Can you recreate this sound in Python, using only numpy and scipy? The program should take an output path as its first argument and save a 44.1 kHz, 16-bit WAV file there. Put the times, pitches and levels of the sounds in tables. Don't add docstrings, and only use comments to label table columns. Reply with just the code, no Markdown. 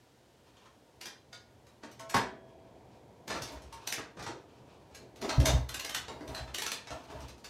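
import sys
import numpy as np
from scipy import signal
from scipy.fft import rfft, irfft, next_fast_len
from scipy.io import wavfile
from scipy.ndimage import map_coordinates

SR = 44100
rng = np.random.default_rng(int(sys.argv[2]) if len(sys.argv) > 2 else 0)


def master_out(mix):
    frames = np.transpose(np.atleast_2d(mix))
    ceiling = np.clip(frames, -1, 1)
    pcm = np.round(ceiling * 32767).astype(np.int16)
    wavfile.write(sys.argv[1], SR, pcm)


def gain_from_db(level_db):
    decades = np.asarray(level_db, float) / 20
    return 10 ** decades


N = 330309

# frequency in Hz, level in dB per Hz.
HISS_COLOUR = [(590, -23), (1000, -9.5), (1350, -7), (1710, -8), (2440, -13), (3080, -9.5), (6550, -15),
               (16000, -26.5)]
# time in seconds, level in dB.
TRAFFIC_LEVEL = [(0.0, -64.5), (1.92, -59), (2.3, -51.5), (3.23, -54.5), (3.5, -55.5), (3.8, -54.5),
                 (5.28, -55), (5.5, -51.5), (6.24, -52), (7.49, -56)]
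# frequency in Hz, level in dB per Hz.
MURMUR_COLOUR = [(88, -47), (150, 2), (398, 3.5), (780, -0.5), (837, -7), (919, -1), (1310, -21.5),
                 (2500, -18.5), (3250, -71), (5500, -120)]
# frequency in Hz, level in dB per Hz.
RUMBLE_COLOUR = [(15, -50), (25, -15), (75, -2.5), (102, -4.5), (128, 1.5), (200, -37), (260, -19),
                 (440, -120)]
# full at in seconds, level in dB, held in seconds.
SHUDDERS = [
    (5.53, -26, .01),
    (6.0, -58, .4),
]
# frequency in Hz, 60 dB decay in seconds.
GARAGE_DECAY = [(150, 0.52), (1000, 0.39), (4000, 0.32), (8000, 0.26), (15000, 0.15)]

# full at in seconds, level in dB, held in seconds.
SCUFFS = [(0.46, -62.5, 0.17), (2.5, -61.5, 0.47), (3.45, -61, 0.023), (3.76, -49.5, 0.075),
          (4.3, -61.5, .65), (6.32, -54, 0.18), (6.86, -52, 0.09), (7.12, -48.5, 0.13)]
# frequency in Hz, level in dB per Hz.
SCUFF_COLOUR = [(530, -35.5), (900, 6.5), (1860, -6.5), (2080, -25), (2330, -1.5), (3910, -7), (4870, -9),
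                (6050, -11.5), (14000, -33)]

# frequency in Hz, level in dB, 60 dB decay in seconds.
SPRING_MODES = [(658, 0, 8), (1083, -1, 1.1), (1330, -11, .8), (1500, -10.5, .5)]
# frequency in Hz, level in dB, 60 dB decay in seconds.
STAND_MODES = [(378, 1, 1.24), (987, 10, 0.49), (1500, -4, .19), (1670, -7.5, 1), (2160, -26, .6),
               (3240, -25, 2.5), (3340, -28, 2.3)]
# frequency in Hz, level in dB, 60 dB decay in seconds.
TUBE_MODES = [(916, 1.5, 0.37), (1093, -4.5, 0.3)]
# frequency in Hz, level in dB, 60 dB decay in seconds.
PEG_MODES = [(630, -5.5, 0.26), (699, -3.5, 0.47)]
# frequency in Hz, level in dB, 60 dB decay in seconds.
LEVER_MODES = [(684, -5, 0.55), (1440, 2.5, 0.41), (4800, -13, .3)]
# frequency in Hz, level in dB, 60 dB decay in seconds.
CLIP_MODES = [(4040, 0, 1.06)]
# start in seconds, level in dB, rings until damped in seconds.
SPRING_STRIKES = [(1.998, -46, 0.85)]
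STAND_STRIKES = [(2.142, -39.5, 0.93)]
TUBE_STRIKES = [(1.835, -49.5, .6), (1.997, -44.5, .6), (2.144, -19, 0.21), (3.502, -46, .6),
                (3.725, -39, 0.14), (4.265, -39, .6), (6.084, -42, 1)]
PEG_STRIKES = [(6.905, -34, 0.22)]
LEVER_STRIKES = [(1.329, -50, .6)]
CLIP_STRIKES = [(1.012, -61, 0.37)]

# frequency in Hz, width in Hz, level in dB.
CASE_MODES = [(2860, 570, -12), (3610, 71, -4), (4110, 77, -2.5), (4280, 100, -8), (5920, 370, -7.5),
              (8040, 33, -6.5), (8790, 50, -12)]
# start in seconds, peak in dB, weight behind it in dB, ringing part in Hz.
CLICKS = [(0.4704, -60, -17, 2560), (1.0115, -33.5, -21, 4660), (1.0554, -31, -21, 5000),
          (1.668, -50, -11.5, 1380), (1.914, -44, -26, 4250), (1.9949, -37, -17, 2320),
          (2.0968, -29.5, -21, 6940), (3.2781, -30.5, -5, 1790), (3.4202, -27, -20, 5960),
          (3.474, -37, -14, 4140), (3.5183, -40.5, -25, 1970), (3.6194, -45.5, -16, 6240),
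          (3.7264, -36, -29, 1100), (4.9476, -37.5, -14, 6450), (5.1592, -45.5, -6.5, 4340),
          (5.215, -34, -7.5, 4230), (5.4006, -23, -4, 3280), (5.456, -10, -51, 6040),
          (6.2771, -36, -8, 2010), (6.347, -29, -38, 4100), (7.038, -48, -13, 2040),
          (7.2044, -42, -5.5, 5660), (7.2825, -38.5, -9, 2500), (7.3794, -50.5, -7, 4180),
          (7.4437, -34, -22, 4500)]
# start in seconds, peak in dB, weight behind it in dB, ringing part in Hz.
RAPS = [(0.657, -52.5, -12, 1440), (1.8351, -41, -1, 900), (3.305, -25.5, -13, 1740),
        (3.33, -36.5, -1, 1730), (3.3498, -33.5, -10, 2030), (3.5588, -45.5, -7, 2880),
        (3.9809, -33, -5, 670), (4.1716, -43.5, 3, 1930), (4.1947, -35.5, -14, 1900),
        (4.2649, -32, -13, 2670), (4.2896, -39.5, 0, 2700), (4.9114, -58, 2, 1710),
        (5.2476, -34.5, -1, 1110), (6.1194, -50, 12, 3780), (6.2078, -44.5, 3, 2140),
        (6.3794, -35, -24, 2710), (6.4775, -42, -15, 1720), (7.101, -43, -1, 700)]
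# start in seconds, peak in dB, weight behind it in dB, ringing part in Hz.
CLUNKS = [(0.5677, -53, -15, 3150), (1.3288, -36.5, -41, 4800), (3.3747, -38.5, -3, 2280),
          (5.2926, -19.5, -22, 4070), (6.0817, -30.5, -10.5, 2900), (6.8712, -33.5, -32, 1730),
          (6.9047, -31.5, -6, 1800)]
# start in seconds, peak in dB, weight behind it in dB, ringing part in Hz.
REBOUNDS = [(4.2246, -33, -11, 3800), (5.0174, -56, 7.5, 4000), (5.2234, -32, 5, 706),
            (5.4883, -22.5, -10, 1570)]
# start in seconds, peak in dB, weight behind it in dB, ringing part in Hz.
STAND_SLAM = [
    (2.1435, -19, -2.5, 1500),
    (2.1646, -25, -2, 740),
]
# start in seconds, peak in dB, ringing part in Hz.
RATCHET_TEETH = [(3.8731, -20, 5900), (3.9237, -17, 4860), (5.691, -22.5, 4150), (5.7432, -18.5, 7400),
                 (5.796, -20.5, 2930), (5.8469, -21.5, 3000), (5.8948, -21, 3030), (5.9469, -15.5, 3080),
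                 (6.5451, -21, 4280), (6.5832, -20.5, 5920), (6.62, -19, 2430), (6.6636, -20, 6300),
                 (6.717, -19.5, 4850)]

# start
# in seconds, level in dB, push +1 or suck -1, overtones in dB.
LOW_THUMPS = [(2.151, -39.5, 1, 16.5), (3.3, -55, 1, 12), (3.411, -49.5, 1, 15), (3.554, -41.5, 1, -11),
              (3.65, -45.5, 1, -14), (3.98, -55.5, 1, 13), (4.19, -47, 1, 7), (4.267, -55, 1, 19.5),
              (5.381, -11.5, 1, 5), (5.402, -20, -1, -11), (5.488, -27, -1, -1), (5.535, -13.5, -1, 1),
              (5.59, -32, -1, 4), (6.1, -64, 1, 17), (6.287, -40.5, 1, 4), (6.409, -34, 1, 0.5),
              (6.908, -48, 1, 7.5), (7.145, -42.5, -1, 6.5), (7.189, -42, -1, -15), (7.233, -40, -1, 1.5)]
# frequency in Hz, level in dB, 60 dB decay in seconds.
PIPE_MODES = [(61.6, 1.5, 0.48), (69.8, -0.5, 0.39), (104.5, 1.5, 0.13), (122.4, -1.5, 0.263),
              (260.6, -18, 0.37)]
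# full at in seconds, level in dB, held in seconds.
BREATHS = [(3.34, -37.5, 0.038), (3.528, -41.5, .01), (5.25, -35.5, .19), (5.478, -21.5, .01),
           (6.12, -45, 0.25), (6.316, -44.5, 0.11), (6.928, -40, 0.0079), (7.112, -44, 0.11),
           (7.47, -60, .05)]
# frequency in Hz, width in Hz, level in dB.
MUFFLER_CHAMBERS = [(70.4, 26, 2.5), (275.4, 9.9, 6), (363, 27, -26), (639.4, 45, 6.5), (933, 84, -2)]


def unit(x):
    return x / np.sqrt(np.mean(x ** 2) + 1e-20)


def along(points, hz):
    f, v = np.transpose(points)
    return np.interp(np.log(hz + 1), np.log(f + 1), v)


def curve(rows):
    return np.interp(np.arange(N) / SR, *np.transpose(rows))


def noise(gain):
    m = next_fast_len(N)
    spectrum = rfft(rng.standard_normal(m)) * gain(np.fft.rfftfreq(m, 1 / SR))
    return unit(irfft(spectrum, m)[:N])


def coloured(points):
    return noise(lambda f: gain_from_db(along(points, f)))


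def wobble(rate):
    knots = rng.standard_normal(int(N * rate / SR) + 4)
    return map_coordinates(knots, [np.arange(N) * rate / SR])


def strokes(rows, rise_db_s, fall_db_s):
    t = np.arange(N) / SR
    total = np.zeros(N)
    for s, db, held in rows:
        before, after = np.maximum(s - t, 0), np.maximum(t - s - held, 0)
        total += gain_from_db(db - rise_db_s * before - fall_db_s * after)
    return total


def ring(modes, t, scatter_db):
    total = np.zeros(len(t))
    for hz, db, t60 in modes:
        total += gain_from_db(db + scatter_db * rng.normal() - 60 * t / t60) * np.sin(2 * np.pi * hz * t)
    return total


def garage(count):
    hz, t, z = signal.stft(rng.standard_normal(count), SR, nperseg=256)
    build = 1 - np.exp(-(np.maximum(t - 0.003, 0) / 0.0023) ** 2)
    decay = gain_from_db(-60 * t / along(GARAGE_DECAY, hz)[:, None])
    tail = signal.istft(z * decay * build, SR, nperseg=256)[1][:count]
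    return tail / np.linalg.norm(tail)


def microphone_hiss():
    return gain_from_db(-68.5) * coloured(HISS_COLOUR)


def traffic_murmur():
    return gain_from_db(curve(TRAFFIC_LEVEL)) * gain_from_db(0.3 * wobble(5.4)) * coloured(MURMUR_COLOUR)


def low_rumble():
    street = gain_from_db(-4) * gain_from_db(curve(TRAFFIC_LEVEL))
    shudder = strokes(SHUDDERS, rise_db_s=165, fall_db_s=142)
    return (street + shudder) * gain_from_db(1.1 * wobble(6.1)) * coloured(RUMBLE_COLOUR)


def scuffing():
    level = gain_from_db(-3.5) * strokes(SCUFFS, rise_db_s=126, fall_db_s=126)
    clumps = gain_from_db(1.7 * wobble(60) + 2.8 * wobble(14))
    return level * unit(clumps * coloured(SCUFF_COLOUR))


def steel(modes, strikes):
    out, t = np.zeros(N + SR), np.arange(SR) / SR
    waver = gain_from_db(1.4 * wobble(20))
    for s, db, until_s in strikes:
        swell = 1 - np.exp(-t / 0.001)
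        damped = np.maximum(1 - (t / until_s) ** 4, 0)
        out[round(s * SR):][:SR] += gain_from_db(db) * ring(modes, t, 1.75) * swell * damped
    return waver * out[:N]


def frame():
    parts = [(SPRING_MODES, SPRING_STRIKES), (STAND_MODES, STAND_STRIKES), (TUBE_MODES, TUBE_STRIKES),
             (PEG_MODES, PEG_STRIKES), (LEVER_MODES, LEVER_STRIKES), (CLIP_MODES, CLIP_STRIKES)]
    return sum(steel(modes, strikes) for modes, strikes in parts)


def engine_case(shock):
    total = np.zeros(len(shock))
    for hz, width, db in CASE_MODES:
        resonance = signal.lfilter(*signal.iirpeak(hz, max(hz / width, 12), SR), shock)
        total += gain_from_db(db + 5 + 2.4 * rng.normal()) * resonance
    return total


def band(x, order, low_hz, high_hz):
    return signal.sosfilt(signal.butter(order, (low_hz, high_hz), "bandpass", fs=SR, output="sos"), x)


def contacts(events, knock_db, bright_db, blow_s=0.03, wet_db=3.0, part_db=6, graze_s=0.0023):
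    out = np.zeros(N + SR)
    t = np.arange(SR // 2) / SR - 0.016
    after = np.maximum(t - 0.002, 0)
    graze = np.exp((t - 0.002 - after) / graze_s)
    lasting_s = np.array([[0.06], [0.04], [blow_s], [blow_s], [blow_s * 1.23]])
    for s, db, thud_db, part_hz in events:
        shock = rng.standard_normal((5, len(t))) * graze * gain_from_db(-60 * after / lasting_s)
        thud = gain_from_db(thud_db + 18.5) * band(shock[0], 2, 200, 560)
        knock = gain_from_db(knock_db + 12.5) * band(shock[1], 2, 620, 1900)
        crack = gain_from_db(1.0) * band(shock[2], 3, 1500, 6500)
        snap = gain_from_db(bright_db - 1.5) * band(shock[3], 2, 6500, 13200)
        part = gain_from_db(part_db) * signal.lfilter(*signal.iirpeak(part_hz, 18, SR), shock[4])
        blow = thud + knock + crack + snap + part + engine_case(shock[4])
        tail = signal.fftconvolve(blow, garage(len(t)))[:len(t)]
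        out[round((s + t[0]) * SR):][:len(t)] += gain_from_db(db - 2.5) * (blow + gain_from_db(wet_db) * tail)
    return out[:N]


def clatter():
    clicks = contacts(CLICKS, knock_db=-11.5, bright_db=-6.5)
    raps = contacts(RAPS, knock_db=-2.5, bright_db=-28, graze_s=0.004)
    clunks = contacts(CLUNKS, knock_db=-8.0, bright_db=-40)
    rebounds = contacts(REBOUNDS, knock_db=-10, bright_db=-14)
    slam = contacts(STAND_SLAM, knock_db=5, bright_db=-8.5, blow_s=0.057, wet_db=2.0, part_db=8)
    return clicks + raps + clunks + rebounds + slam


def ratchet():
    weight_db = -24
    teeth = [(s, db, weight_db, hz) for s, db, hz in RATCHET_TEETH]
    return contacts(teeth, knock_db=-13.5, bright_db=-5.0, blow_s=0.024, wet_db=0.5, part_db=2.5)


def exhaust_thumps():
    out, t = np.zeros(N + SR), np.arange(SR // 2) / SR
    carry_over = 0.61
    for s, db, sign, overtone_db in LOW_THUMPS:
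        thump = ring(PIPE_MODES[:2], t, 0) + gain_from_db(overtone_db) * ring(PIPE_MODES[2:], t, 0)
        onset = 1 - np.exp(-t / 0.0076)
        here = out[round(s * SR):][:len(t)]
        here *= carry_over + (1 - carry_over) * np.exp(-t / 0.004)
        here += gain_from_db(db + 1.0) * np.sign(sign) * thump * onset
    return out[:N]


def muffler_gain(f):
    return sum(gain_from_db(db) * w * f / np.abs(c * c - f * f + 1j * f * w) for c, w, db in MUFFLER_CHAMBERS)


def exhaust_breath():
    flow = gain_from_db(-1.0) * strokes(BREATHS, rise_db_s=452, fall_db_s=143)
    return flow * gain_from_db(0.83 * wobble(23)) * noise(muffler_gain)


def scene():
    background = microphone_hiss() + traffic_murmur() + low_rumble()
    rider = scuffing()
    metal = frame() + clatter() + ratchet()
    exhaust = exhaust_thumps() + exhaust_breath()
    return (background + rider + metal + exhaust)[None]


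def band_limit(x):
    return signal.sosfilt(signal.butter(12, 16500, fs=SR, output="sos"), x)


def record(dry):
    x = signal.sosfiltfilt(signal.butter(3, 44, "highpass", fs=SR, output="sos"), dry)
    x = signal.sosfilt(signal.butter(12, 15700, fs=SR, output="sos"), x)
    keep = np.exp(-1 / (0.15 * SR))
    loudness = np.sqrt(signal.lfilter([1 - keep], [1, -keep], x ** 2))
    gain = (1 + loudness / gain_from_db(-72)) ** -0.15
    return band_limit(x * gain)


dry = scene()
out = record(dry)
master_out(out)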